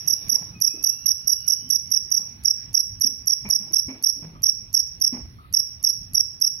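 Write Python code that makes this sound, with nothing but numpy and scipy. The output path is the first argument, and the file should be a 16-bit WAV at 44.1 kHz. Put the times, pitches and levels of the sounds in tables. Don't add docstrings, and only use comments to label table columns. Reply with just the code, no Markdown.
import sys
import numpy as np
from scipy import signal
from scipy.fft import rfft, irfft
from scipy.io import wavfile
from scipy.ndimage import uniform_filter1d

SR = 44100
rng = np.random.default_rng(int(sys.argv[2]) if len(sys.argv) > 2 else 0)


def generate_wav(signal):
    frames = np.transpose(np.atleast_2d(signal))
    scaled = np.clip(frames, -1, 1) * 32767
    pcm = np.round(scaled).astype(np.int16)
    wavfile.write(sys.argv[1], SR, pcm)


def makeup_ratio(level_db):
    decades = np.asarray(level_db, float) / 20
    return 10 ** decades


N = 291060


def evened(x):
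    return x / np.sqrt(np.mean(x ** 2) + 1e-20)


def read(points, hz):
    f, value = np.transpose(points)
    return np.interp(np.log(hz + 1), np.log(f + 1), value)


def add(mix, s, sound):
    part = mix[..., round(s * SR):][..., :sound.shape[-1]]
    part += sound[..., :part.shape[-1]]


def coloured(x, spectrum):
    gain = makeup_ratio(read(spectrum, np.fft.rfftfreq(x.shape[-1], 1 / SR)))
    return irfft(rfft(x) * gain, x.shape[-1])


def wobble(noise, size):
    return evened(signal.fftconvolve(noise, np.hanning(size), "same"))


# f/Hz, level/dB per Hz
AIR_SPECTRUM = [(20, -37), (45, 1), (74, 5.5), (180, -7.5), (350, -23.5), (520, -32.5), (1400, -33),
                (2480, -31), (3100, -37), (4500, -37.5), (6800, -70), (8500, -75), (9500, -43.5),
                (15000, -45.5)]
# f/Hz, coherence/1
PORT_COHERENCE = [(60, 0.9), (200, 0.88), (400, 0.27), (800, 0.36), (1300, -0.49), (2400, -0.039)]
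# t/s, level/dB
ACTIVITY = [(0, 12.3), (.3, 17.2), (.6, 7.5), (1.7, 6.4), (2.599, 9.7), (2.9, 4), (3.499, 9), (4.5, 4),
            (5.3, 6.7), (6.6, 4)]


def air():
    frames, hz = N // 256 + 5, np.fft.rfftfreq(1024, 1 / SR)
    a, b, c, d, patches = rng.standard_normal((frames, 513, 5)).T
    patches = uniform_filter1d(patches, size=8, axis=0)
    patches = evened(uniform_filter1d(patches, size=14, axis=1))
    activity_db = np.interp(np.arange(frames) * 256 / SR, *np.transpose(ACTIVITY))
    coherence = np.clip(read(PORT_COHERENCE, hz), -1, 1)[:, None]
    left = a + 1j * b
    right = coherence * left + np.sqrt(1 - coherence ** 2) * (c + 1j * d)
    z = np.array([0.85 * left, right])
    above_rumble = np.clip(hz / 500, 0, 1)[:, None]
    z *= makeup_ratio(read(AIR_SPECTRUM, hz)[:, None] + 2.36 * patches + above_rumble * activity_db)
    return makeup_ratio(-46) * evened(signal.istft(z, nperseg=1024, noverlap=768)[1][:, :N])


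# t/s, peak level/dB, boom f/Hz, t60/s, clatter level/dB
THUD_EVENTS = [(0.323, -41, 237, 0.65, -5.5), (0.414, -35, 174, 0.13, -12), (0.564, -42.5, 189, 0.48, -30),
               (.742, -34.5, 308.4, 0.37, -24), (1.625, -44, 252, 0.44, -23.5),
               (2.196, -44, 204.4, 0.34, -8.5), (3.047, -32, 256.6, 0.4, -25.5),
               (3.452, -34, 201, 0.38, -8.5), (3.489, -41, 263, 0.33, -8), (3.602, -40, 203, 0.86, -13.5),
               (3.708, -47.5, 330, 0.58, -22), (3.886, -31.5, 263, 0.42, -14),
               (4.166, -41.5, 283.4, 1, -32), (4.225, -35.5, 159, 0.74, -17), (5.129, -25, 244, 0.32, -18)]
# f/Hz, level/dB per Hz
CLATTER_SPECTRUM = [(150, -24), (450, -2), (900, -0.5), (1500, -12.5), (2350, -8), (3300, -22),
                    (5000, -45.5), (9000, -81.5)]


def thuds():
    out, t = np.zeros((2, N)), np.arange(22050) / SR
    noise = rng.standard_normal((len(THUD_EVENTS), 4, len(t)))
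    for (s, db, hz, t60, clatter_db), n in zip(THUD_EVENTS, noise):
        mode = [(hz / 4, -50), (hz / 2, -14), (hz * .85, -8), (hz, 0),
                (hz * 1.18, -10), (hz * 2, -20), (hz * 6, -80)]
        knock = np.sin(2 * np.pi * hz * t) * np.exp(-t / 0.039)
        boom = evened(coloured(n[0] + 0.097 * n[:2], mode)) + 2.8 * knock
        clatter = evened(coloured(n[2:] + .5 * n[1], CLATTER_SPECTRUM))
        clatter = makeup_ratio(clatter_db + 7.5 + 3.3 * wobble(n[0], size=1200)) * clatter
        decay = makeup_ratio(db - 6.5 - 60 * t / max(t60, .05))
        add(out, s - .004, decay * np.minimum(t / 0.0052, 1) * (boom + clatter))
    return out


# t/s, level/dB, f/Hz, t60/s
KNOCKS = [
    (5.385, -44, 1240, .25),
    (5.445, -44, 1240, .15),
    (2.22, -49, 1180, .15),
    (3.27, -49, 1230, .15),
    (4.35, -46, 1200, .25),
    (3.452, -36, 2350, .3),
    (3.885, -40, 2300, .35),
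]


def metal_knocks():
    out, t = np.zeros((2, N)), np.arange(22050) / SR
    for (s, db, hz, t60), n in zip(KNOCKS, rng.standard_normal((len(KNOCKS), len(t)))):
        phase = np.array([[2.5], [0]]) + 1.2 * wobble(n, size=500)
        ring = np.sin(2 * np.pi * hz * t + phase)
        add(out, s, makeup_ratio(db - 60 * t / max(t60, .03)) * np.minimum(t / 0.0022, 1) * ring)
    return out


# t/s, f/Hz, level/dB
SQUEAK_PATH = [
    (0.509, 1310, -81),
    (0.553, 1262, -52.5),
    (0.62, 1214, -68),
    (0.703, 1252, -57),
    (0.859, 1344, -61.5),
    (1.248, 1420, -70),
    (1.451, 1446, -61),
    (1.62, 1495, -63.5),
    (1.75, 1590, -75.5),
]
# multiple of f/1, level/dB
SQUEAK_HARMONICS = [(1, -10.5), (2, -2.5), (3, -8)]


def hinge():
    s, hz, db = np.transpose(SQUEAK_PATH)
    t = np.arange(N) / SR
    pitch = np.interp(t, s, hz)
    waver = 1 + 0.0015 * wobble(rng.standard_normal(N), size=1500)
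    turns = np.cumsum(pitch * waver) / SR
    grip_db = 1.5 * wobble(rng.standard_normal(N), size=3000)
    tight = np.interp(pitch, [1320, 1380, 1450, 1500], [0, 1, 1, 0])
    tone = 0
    for k, g in SQUEAK_HARMONICS:
        tone = tone + makeup_ratio(g) * (tight if k > 2.5 else 1) * np.sin(2 * np.pi * round(k) * turns)
    return tone * makeup_ratio(np.interp(t, s, db, -150, -150) + grip_db + 6.0)


# f/Hz, t60/s
ROOM_T60 = [(100, 0.17), (2000, 0.13), (5600, 0.41), (11500, 0.3), (16000, 0.11)]


def room(x):
    taps = np.zeros((2, SR))
    at = np.arange(140, SR - 20, 20) + rng.integers(0, 20, (2, (SR - 141) // 20))
    np.put_along_axis(taps, at, rng.choice([-1., 1.], at.shape), 1)
    hz, t, z = signal.stft(taps, SR, nperseg=256)
    decay = makeup_ratio(-60 * t / read(ROOM_T60, hz)[:, None])
    tail = signal.istft(z * decay, SR, nperseg=256)[1]
    return signal.fftconvolve(x[None], tail / np.linalg.norm(tail[0]), axes=1)[:, :len(x)]


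# first stroke end t/s, to second end t/ms, to third end t/ms, wing f/Hz, early effort level/dB
CHIRP_ROWS = [(.0889, 25, 27, 5682, 1), (.3059, 28, 28.3, 5703, -1), (.6257, 29.5, 28.3, 5705, -1.5),
              (.8497, 28.9, 25, 5725, 0), (1.0712, 24.7, 25.3, 5650, 2), (1.2844, 23.4, 28.8, 5663, 1.5),
              (1.4896, 22.5, 28.2, 5640, 2.5), (1.714, 25.1, 25.3, 5650, 2.5),
              (1.9275, 24.2, 27.3, 5642, 1.3), (2.1278, 27.3, 28.8, 5718, 0),
              (2.4619, 25.5, 28.3, 5669, -3), (2.7563, 26, 27.8, 5684, -2), (3.0246, 25.5, 28.2, 5666, -.3),
              (3.2865, 25.5, 27.9, 5623, 1.7), (3.5145, 25.4, 26.8, 5614, 1), (3.7483, 25.8, 27.5, 5619, 1),
              (4.0503, 26.1, 27.7, 5620, .6), (4.4465, 25.9, 28.4, 5670, 0), (4.7544, 25.1, 28.3, 5644, .2),
              (5.0275, 26.2, 28.9, 5619, 0), (5.5519, 26, 27.8, 5650, -.6), (5.8527, 26.3, 27.8, 5646, -.6),
              (6.1593, 25.9, 27.6, 5646, -1.1), (6.4275, 26.6, 28, 5641, -1.3)]
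# t/s, peak level/dB
TOUCH_EVENTS = [(0.0661, -35.8), (0.2842, -30.1), (0.6037, -30.6), (0.8289, -28.8), (1.049, -49.6),
                (1.2641, -52.3), (1.4688, -32.8), (1.6925, -29.3), (1.9057, -32.5), (2.1051, -33.1),
                (2.4379, -32.4), (2.7319, -32.4), (2.9999, -32.7), (3.2614, -33.4), (3.4903, -27.9),
                (3.7236, -32.1), (4.027, -26.9), (4.4222, -31.5), (4.7305, -26.7), (5.0032, -33.0),
                (5.5278, -26.1), (5.8292, -27.4), (6.1356, -27.9), (6.4029, -33.1)]
CATCH_S, REOPEN_S = .0073, .0053


def strokes():
    rows = []
    for chirp, (song_row, (touch, _)) in enumerate(zip(CHIRP_ROWS, TOUCH_EVENTS)):
        end, second_ms, third_ms = song_row[:3]
        waits = np.array([end - touch - CATCH_S + REOPEN_S, second_ms / 1000, third_ms / 1000])
        ends = end + np.cumsum(waits) - waits[0]
        rows += [(ends[place], waits[place] - REOPEN_S, chirp, place) for place in range(3)]
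    return rows


def swell(u, early_db, middle_db, late_db):
    heights = makeup_ratio([early_db, middle_db, middle_db, late_db - 1.5, late_db + .5, late_db - 4])
    line = np.interp(u, [.02, .2, .5, .6, .72, .82, .91, .98], [0, *heights, 0])
    return signal.fftconvolve(line, np.hanning(60) / 29.5, "same")


# f/Hz, level/dB per Hz
TOUCH_SPECTRUM = [(3500, -73), (4600, -16.5), (5700, -19), (6600, -22.5), (9000, -35.5), (11300, -4.5),
                  (12800, -33), (15500, -33.5), (16200, -88)]


def scraper_touches():
    out, t, peak_s = np.zeros((2, N)), np.arange(600) / SR, .0025
    for (s, db), noise in zip(TOUCH_EVENTS, rng.standard_normal((len(TOUCH_EVENTS), 600))):
        burst = (t / peak_s) ** 2 * np.exp(2 - 2 * t / peak_s)
        rasp = evened(coloured(noise, TOUCH_SPECTRUM)) * burst
        add(out, s - peak_s, makeup_ratio([[db - 9], [db - 3.5]]) * rasp)
    return out


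PITCH_GLIDE = [(0, 1.02), (.2, 1.042), (.4, 1.033), (.6, 1.002), (.8, .973), (1, .945)]
# early level/dB, middle level/dB, late level/dB, late loss/dB per dB of early effort
SWING_RIGHT = [
    (-15.5, -11.5, -6, 0.75),
    (-18, -12, -6, 0.7),
    (-16.5, -13, -6, 0.55),
]
# early level/dB, middle level/dB, late level/dB
SWING_FAR = (-28, -21, -27)
# early level/dB, middle level/dB, late level/dB, later strokes level/dB
OCTAVE_SWING = [
    (-31.5, -27, -28, -4),
    (-35, -26.5, -25.5, -8.5),
]
# t/s, left middle level/dB, octave left level/dB, octave right level/dB
BODY_TURN = [
    (.3, -11.5, 0, 4),
    (.7, -5.5, -3, 2),
    (1.399, -4, 3, 6.5),
    (1.75, -4, -0.5, 4),
    (2, -2, -7, -.6),
    (2.599, 4, -4, -2.5),
    (3.501, 2, 0, 1.8),
    (6.4, 4.7, 0, -1.7),
]
LAG_S = 8 / 44100
STROKE_SPREAD_DB = 1.0


def wing_song():
    out, rows, pose = np.zeros((2, N)), strokes(), np.transpose(BODY_TURN)
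    hiss_spectrum = [(6500, -63.5), (9300, -8), (12500, 5.0), (14500, -12.0), (15500, -6), (16200, -88.5)]
    slips = rng.standard_normal((len(rows), 4, 1400))
    for (end, length, chirp, place), slip in zip(rows, slips):
        t = np.arange(round(length * SR)) / SR
        u = t / length
        jitter, flutter, rasp = (wobble(s, size=90)[:len(t)] for s in slip[:3])
        wing_hz, effort_db = CHIRP_ROWS[chirp][3:]
        left_db, *octave_db = (np.interp(end, pose[0], column) for column in pose[1:])
        early, middle, late, loss = SWING_RIGHT[place]
        far = np.add(SWING_FAR, [0, left_db, 0])
        near = np.array([early + effort_db, middle + effort_db, late - loss * effort_db])
        pitch = wing_hz * np.interp(u, *np.transpose(PITCH_GLIDE)) * (1 + .002 * jitter)
        turns = np.cumsum(pitch) / SR
        hiss = evened(coloured(slip[3], hiss_spectrum))[:len(t)]
        for port, base in enumerate((far, near)):
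            skew = (1.5 + .3 * slip[0, 0]) * (port == 0)
            levels = base + STROKE_SPREAD_DB * slip[:3, port + 1]
            whistle = swell(u, *levels) * makeup_ratio(.5 * flutter) * np.sin(2 * np.pi * turns + skew)
            *octave_levels, later_db = OCTAVE_SWING[port]
            share_db = later_db * ((place > 0) - 2 / 3) + octave_db[port] + 3.5
            octave = np.sin(4 * np.pi * turns + 1.8 * skew)
            octave = swell(u, *octave_levels) * makeup_ratio(share_db + rasp) * octave
            tone = whistle + octave + makeup_ratio(-43) * np.sin(np.pi * u) * hiss
            add(out[port], end - length + LAG_S * (port == 0), tone)
    return out


def duck_db():
    t, out, rows = np.arange(N) / SR, np.zeros(N), strokes()
    for first, last in zip(rows[::3], rows[2::3]):
        start, end = first[0] - first[1], last[0]
        corners = [start - .004, start + 0.012, end + 0.01, end + 0.27]
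        out = np.minimum(out, np.interp(t, corners, [1.5, -8.0, -6, 7.0]))
    return uniform_filter1d(out, size=200)


# f/Hz, level/dB
WING_DIRECTIVITY = [(4500, 11), (5450, -0.5), (5950, 1), (10600, -1), (11900, 1), (12400, 0)]
WALL_S, WALL_DB = .0135, -15.5


def scene():
    song = wing_song() + scraper_touches()
    song = song / makeup_ratio(duck_db())
    squeak = hinge()
    wall = makeup_ratio(WALL_DB) * np.roll(song, round(WALL_S * SR), axis=1)
    before = round(.22 * SR)
    thrown = np.concatenate([song[:, :before], song], axis=1).sum(0)
    thrown = coloured(thrown, WING_DIRECTIVITY)
    echo = room(thrown)[:, before:] * makeup_ratio([[-21], [-14]])
    squeak_heard = squeak * np.array([[.3], [.8]]) + 1.77 * room(squeak)
    return song + wall + echo + air() + thuds() + metal_knocks() + squeak_heard


# t/s, level/dB, f/Hz
OVERLOAD_POPS = [
    (0.108, -31.5, 250),
    (.135, -26, 250),
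    (0.327, -38, 300),
    (5.08, -49, 590),
    (6.209, -43, 540),
    (6.478, -43, 490),
]


def overload_pops():
    out, t = np.zeros((2, N)), np.arange(-300, 300) / SR
    for s, db, hz in OVERLOAD_POPS:
        pop = np.exp(-(t / 0.0013) ** 2) * np.sin(2 * np.pi * hz * t)
        add(out, s - .0068, makeup_ratio([[db - 35.5], [db]]) * pop)
    return out


def top_cut(x):
    return signal.sosfilt(signal.butter(12, 16470, fs=SR, output="sos"), x)


def record(dry):
    out = dry * makeup_ratio(duck_db()) + overload_pops()
    out = coloured(out, [(20, -30), (45, 0), (16000, 0), (16400, -90)])
    return top_cut(out)


dry = scene()
out = record(dry)
generate_wav(out)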